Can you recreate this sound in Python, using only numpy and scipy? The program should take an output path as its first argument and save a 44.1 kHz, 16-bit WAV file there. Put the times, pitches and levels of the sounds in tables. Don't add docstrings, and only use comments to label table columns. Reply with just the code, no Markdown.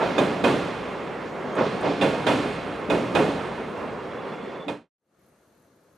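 import sys
import numpy as np
from scipy import signal
from scipy.io import wavfile

SR = 44100
rng = np.random.default_rng(int(sys.argv[2]) if len(sys.argv) > 2 else 0)


def dump(signal):
    limited = np.clip(np.atleast_2d(signal).T, -1, 1)
    pcm = np.round(limited * 32767).astype(np.int16)
    wavfile.write(sys.argv[1], SR, pcm)


def ratio(d):
    e = np.asarray(d, float) / 20
    return 10 ** e


N = 263277
T = np.arange(N) / SR

# (time [s], rumble level [dB])
ROLLING_LEVEL = [
    (0, -27),
    (.6, -32.5),
    (1.3, -32.5),
    (1.8, -30.5),
    (2.6, -32.5),
    (3.6, -33.5),
    (4.2, -33.5),
    (4.9, -36.5),
]
# (frequency [Hz], left-right likeness [0..1])
BRIDGE_LIKENESS = [(60, 0.95), (120, 1), (240, 0.92), (470, 0.83), (930, 0.9), (1840, 0.93), (3640, 0.75),
                   (7210, 0.91), (14300, 1)]
# (frequency [Hz], left minus right [dB])
BRIDGE_TILT = [(60, -1), (120, 0), (240, 0.0), (470, -2.5), (930, -4), (1840, -4.5), (3640, -3),
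               (7210, -0.5), (14300, 5)]
# (time [s], blow [dB], brightness [dB], rebound [dB rel], rebound delay factor [1])
NEAR_AXLES = [
    (.1805, -7.5, -4, -3, 0.73),
    (.440, -5.5, -2, -11, 1.2),
    (2.0123, -8, -1, 3, 0.64),
    (2.266, -6, -0.5, 0.5, 0.94),
    (2.8995, -8, -4.5, -1, 0.96),
    (3.15, -5.5, -4, 1, 1.15),
    (4.682, -7.5, -3.5, -13, 0.99),
]
FAR_AXLES = [
    (-.008, -10.5, 1.5, 1.5, .6),
    (1.559, -10.5, 0.5, 6, 0.94),
    (1.8155, -10.5, 0.5, 2, 1.1),
]
CRACK_DB, CRACK_TOP_DB, CRACK_PAN_DB = -15, -23, -10.5


def rms_one(x):
    return x / np.sqrt(np.mean(x ** 2) + 1e-20)


def columns_at(rows, where, scale=lambda v: v):
    key, *columns = np.transpose(rows)
    return [np.interp(scale(where), scale(key), c) for c in columns]


def at_hz(rows, hz):
    return columns_at(rows, hz, np.log)


def drift(rate):
    r = np.exp(-80 * np.pi * rate / SR)
    slow = signal.lfilter([1], [1, -2 * r, r * r], rng.standard_normal(N // 40 + 2002))[2000:]
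    return np.interp(np.arange(N) / 40, np.arange(len(slow)), rms_one(slow))


def resonance(x, hz, width_hz):
    r = np.exp(-np.pi * width_hz / SR)
    poles = [1, -2 * r * np.cos(2 * np.pi * hz / SR), r * r]
    return signal.lfilter(np.array([1, 0, -1]) * (1 - r * r) / 2, poles, x)


def narrow_noise(shape, hz, width_hz, widen=1):
    once = resonance(rng.standard_normal(shape), hz, width_hz)
    return rms_one(resonance(once, hz, widen * width_hz))


def band_pass(x, low, high):
    return signal.sosfilt(signal.butter(3, [low, high], "band", fs=SR, output="sos"), x)


def sides(pan_db):
    return ratio(np.multiply.outer([.5, -.5], pan_db))


def fade(seconds_in, length, power):
    return np.clip(seconds_in / length, 0, 1) ** power


def banded(spectrum, likeness, envelope, start=0):
    band_edges = 28 * 2 ** (np.arange(28) / 3)
    run_in = 4000
    out, power = np.zeros((2, N)), 0
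    white = rng.standard_normal((2, 2, N - start + run_in))
    for k, (low, high) in enumerate(zip(band_edges, band_edges[1:])):
        mid, side = band_pass(white[k % 2], low, high)[:, run_in:]
        hz = np.sqrt(low * high)
        alike = np.clip(at_hz(likeness, hz)[0], 0, 1)
        gain = ratio(at_hz(spectrum, hz)[0])
        pair = np.sqrt(1 + alike) * mid + np.sqrt(1 - alike) * side * [[1], [-1]]
        out[:, start:] += gain * pair * envelope(hz)[..., start:]
        power += gain ** 2 * 4 * (high - low) / SR
    return out / np.sqrt(power)


def valley():
    # (frequency [Hz], density [dB per Hz])
    murmur = [(18, -42), (30, -11), (188, 2), (419, 0), (516, 0), (780, -8), (1310, -9), (2840, -22.5),
              (5720, -24.5), (6340, -25), (9100, -26), (12100, -25), (14500, -33.5)]
    # (frequency [Hz], left-right likeness [0..1])
    valley_likeness = [(60, 0.98), (240, 0.98), (930, 0.72), (3640, 0.61), (14300, 0.56)]
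    # (frequency [Hz], width [Hz], level [dB])
    crickets = [(4080, 220, -86.5), (4420, 160, -88), (6330, 190, -82)]
    # (start [s], length [s], level [dB])
    katydid = [
        (5.167, 0.14, -75),
        (5.355, .335, -77),
        (5.71, .066, -81.5),
        (5.795, .06, -80),
        (5.9, .08, -74),
    ]
    swell_db, edge_s = 7, .012
    out = ratio(-61.5) * banded(murmur, valley_likeness, lambda hz: ratio(drift(5.7)), start=round(4.9 * SR))
    for hz, width_hz, level_db in crickets:
        out += ratio(level_db) * narrow_noise((2, N), hz, width_hz)
    bursts = np.zeros(N)
    for s, length, level_db in katydid:
        swell = ratio(level_db + swell_db * ((T - s) / length - 1).clip(-1, 0))
        bursts += swell * (np.minimum(T - s, s + length - T) / edge_s).clip(0, 1)
    pulses = 1 + 0.76 * np.sin(2 * np.pi * 42 * T + 1.5 * drift(4.5))
    return out + narrow_noise((2, N), 11600, 2200) * pulses * bursts


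def rolling(patchy_db=1.43):
    # (frequency [Hz], density [dB per Hz])
    rumble = [(24, -51.5), (40, -19), (86, -9.5), (167, -2), (350, -3.5), (427, 2), (734, -7), (1090, -7.5),
              (1870, -17.5), (2170, -16), (2340, -23), (2520, -20.5), (4550, -34), (8860, -45),
              (14500, -60)]
    level_db, = columns_at(ROLLING_LEVEL, T)
    deep_db = -10 + 4.5 * drift(0.98)
    hiss_db = -0.5 + 0.1 * (level_db - level_db.mean())
    shared = drift(5.4)

    def envelope(hz):
        deep = np.clip(np.log2(200 / hz), 0, 1.5)
        bright = np.clip(np.log2(hz / 1200), 0, 2.5)
        patches_db = patchy_db * (0.42 * shared + drift(9))
        lean = sides(at_hz(BRIDGE_TILT, hz)[0] + 1.3)[:, None]
        return lean * ratio(level_db + deep * deep_db + bright * hiss_db + patches_db)
    return banded(rumble, BRIDGE_LIKENESS, envelope)


def wheels():
    # (frequency [Hz], width [Hz], level [dB])
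    wheel_modes = [(2130, 71, 0.5), (2530, 84, -4.5), (2780, 42, -3.5), (3210, 63, -3.5), (3380, 87, -9.5),
                   (3900, 54, -8), (4280, 27, -11.5)]
    level_db, = columns_at(ROLLING_LEVEL, T)
    out = np.zeros(N)
    for hz, width_hz, mode_db in wheel_modes:
        out += ratio(mode_db + 2.5 * drift(6)) * narrow_noise(N, hz, width_hz)
    return out * ratio(level_db - 29.5) * sides(-7.5)[:, None]


def squeals():
    # (start [s], end [s], frequency [Hz], width [Hz], level [dB])
    whistles = [
        (0, .5, 8570, 300, -78),
        (.55, .95, 8900, 200, -77.5),
        (1.503, 1.59, 6500, 200, -66),
        (1.616, 2.297, 8800, 399, -69.5),
        (2.305, 2.587, 8800, 255, -64),
        (2.66, 2.82, 8950, 300, -70),
        (2.95, 3.751, 8950, 326, -72),
        (4.1, 4.62, 3440, 60, -60),
        (4.577, 4.696, 3480, 60, -52.5),
        (1.427, 1.454, 2130, 80, -46),
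    ]
    out = np.zeros(N)
    for start, end, hz, width_hz, level_db in whistles:
        span = (T >= start) & (T < end)
        tone = narrow_noise(span.sum(), hz, width_hz)
        window = np.clip(np.minimum(T[span] - start, end - T[span]) / 0.02, 0, 1)
        out[span] += tone * window * ratio(level_db + 1.2 * drift(10)[span])
    return out


def cracks(axles, rel_db, top_db, pan_db, lead_s=0):
    return [(s - lead_s, blow_db + rel_db, top_db + bright_db, pan_db) for s, blow_db, bright_db, *_ in axles]


def ticks(snap_db=-7, snap_t60=0.11, tick_db=-9, tick_t60=.07):
    snap = rms_one(band_pass(rng.standard_normal(N), 500, 1620))
    tick = rms_one(band_pass(rng.standard_normal(N), 6500, 10000))
    tick = tick + .3 * np.multiply.outer([1, -1], np.roll(tick, SR))
    near = cracks(NEAR_AXLES, CRACK_DB, CRACK_TOP_DB, CRACK_PAN_DB)
    far = cracks(FAR_AXLES, -18, -15, -1, lead_s=.006)
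    out = np.zeros((2, N))
    for s, crack_db, top_db, pan_db in near + far:
        age = np.maximum(T - s, 0)
        out += (T >= s) * snap * ratio(crack_db + snap_db - 60 * age / snap_t60) * sides(pan_db)[:, None]
        out += (T >= s) * tick * ratio(crack_db + top_db + tick_db - 60 * age / tick_t60)
    return out


def rail(ring_db=-10.5, contact_s=0.011):
    # (frequency [Hz], level [dB], t60 [s])
    rings = [(1450, -5, .08), (1600, -5, .08), (2110, -7, .1), (2170, -8, .12), (2475, -1, .08),
             (2510, -5, .2), (2745, -1, .2), (2950, -9, .1), (3190, -8, .12), (3450, -5, .2),
             (3600, 0, .04), (3740, 0, .04), (3960, -13, .07), (4830, -13, .06), (5670, -20, .1),
             (6640, -13, .07)]
    contacts = cracks(NEAR_AXLES, CRACK_DB, CRACK_TOP_DB, CRACK_PAN_DB)
    strength_db = rng.normal(0, 2, (len(contacts), len(rings)))
    out = np.zeros((2, N))
    for k, (hz, level_db, t60) in enumerate(rings):
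        force = np.zeros((2, N)) + 1e-18
        for (s, crack_db, _, pan_db), own_db in zip(contacts, strength_db[:, k]):
            i = round(s * SR)
            burst = rng.standard_normal(1200) * np.exp(-T[:1200] / contact_s)
            burst[:8] += rng.choice([-1, 1]) * 5 * np.hanning(8)
            burst /= np.linalg.norm(burst)
            force[:, i:i + 1200] += ratio(crack_db + level_db + own_db) * sides(pan_db)[:, None] * burst
        r, w = ratio(-60 / (t60 * SR)), 2 * np.pi * hz / SR
        out += signal.lfilter([0, np.sin(w)], [1, -2 * r * np.cos(w), r * r], force)
    return ratio(ring_db) * out


def blow_envelope(hz, step=32):
    # (frequency [Hz], first t60 [s], late t60 [s], late share [dB])
    release = [(50, 0.33, 5.2, -5), (200, 0.69, 1.83, -11.5), (600, 0.19, 1.3, -12),
               (2020, 0.36, 2.8, -6.5), (5000, 0.81, 2.2, -3), (12000, 0.46, 1.4, -6.5)]
    near_colour = [-.5, -5, -3.5, -3]
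    far_colour = [-0.5, -6, -1, -11.5]
    bright_share = [0, 0.92, 0.6]
    # (delay [s], level [dB rel], centre [Hz])
    near_rebound = [(.012, -6.5, 1297), (.036, -2, 480), (.088, -6.5, 425), (.18, -12.5, 320)]
    far_rebound = [(.006, -4, 900), (.024, 2, 1100), (0.041, 0, 600), (.085, -10, 400)]
    # (axles, colour, swell [s], smear [s], bass lead [s], rebounds); bass from afar trails
    joints = [(NEAR_AXLES, near_colour, 0.019, 0, 0.011, near_rebound),
              (FAR_AXLES, far_colour, 0.0081, .045, -0.0028, far_rebound)]
    first, late, late_db = at_hz(release, hz)
    share = np.interp(np.log(hz), np.log([700, 3000, 9000]), bright_share)
    t, power = T[::step], 0
    for axles, (low_db, *high_db), swell, smear, lead, rebounds in joints:
        colour_db = np.interp(np.log(hz), np.log([250, 700, 3000, 5500, 9000]), [low_db, 0, *high_db])
        rise = max(swell * np.clip(500 / hz, .06, 2.5), smear)
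        early = lead * np.clip(400 / hz, 0, 1.5) ** 2
        for s, blow_db, bright_db, rebound_db, lag in axles:
            age = np.maximum(t - s + early, 0)
            decay = ratio(-60 * age / first) + ratio(late_db - 60 * age / late)
            shape = (1 - np.exp(-age / rise)) * decay
            power = power + (ratio(blow_db + colour_db + share * bright_db) * shape) ** 2
            for delay, thud_db, centre_hz in rebounds:
                age = np.maximum(t - s - lag * delay + .004, 0)
                dull_db = -5.5 * np.log2(hz / centre_hz) ** 2
                thud = ratio(blow_db + rebound_db + thud_db + dull_db - 60 * age / .2)
                power = power + (thud * (1 - np.exp(-age / 0.0099))) ** 2
    return np.interp(T, t, np.sqrt(power))


def girders(plates_db=-19.5, broad_db=-9, lumpy_db=0.7, own_db=-0.04):
    # (frequency [Hz], density [dB per Hz])
    bloom = [(24, -49.5), (40, -24), (86, -19.5), (155, -5), (204, -8.5), (288, 0.5), (325, -9),
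             (427, -2.5), (1660, -17), (1780, -19), (3470, -25.5), (5150, -39), (9080, -44), (11100, -50),
             (14500, -72)]
    # (frequency [Hz], width [Hz], level [dB])
    plates = [(194, 18, -4.5), (268.2, 25, -2), (293.6, 2.6, 1.5), (360, 39, -2.5), (418.5, 26, 2.5),
              (487, 20, -1), (547.7, 54, 4), (628.2, 11, -2), (664, 15, -6.5), (792, 61, -4),
              (941, 31, -6.5), (2130, 29, -12.5), (2498, 58, -9.5), (2740, 44, -16.5), (3136, 40, -17.5),
              (3483, 65, -18.5), (3980, 27, -23)]
    lumps = drift(34)

    def shaking(hz):
        lean = sides(at_hz(BRIDGE_TILT, hz)[0])[:, None]
        lumpy = ratio(lumpy_db * min(1, 500 / hz) * lumps + own_db * drift(6.8))
        return blow_envelope(hz) * lean * lumpy
    out = ratio(broad_db) * banded(bloom, BRIDGE_LIKENESS, shaking)
    for hz, width_hz, level_db in plates:
        out += ratio(plates_db + level_db) * narrow_noise(N, hz, width_hz, widen=3) * shaking(hz)
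    return out


def scene():
    bridge = rolling() + wheels() + squeals() + ticks() + rail() + girders()
    bridge = bridge * fade(4.9005 - T, 0.33, 2.17)
    return bridge + valley() * sides(1.7)[:, None] * fade(T - 4.963, 0.27, 1.85)


def roll_off(x):
    return signal.sosfilt(signal.butter(12, 14890, fs=SR, output="sos"), x)


def record(dry):
    dry = signal.sosfilt(signal.cheby2(12, 40, 14500, fs=SR, output="sos"), dry)
    mix = signal.sosfilt(signal.butter(6, 47, "high", fs=SR, output="sos"), dry)
    return roll_off(mix)


dry = scene()
out = record(dry)
dump(out)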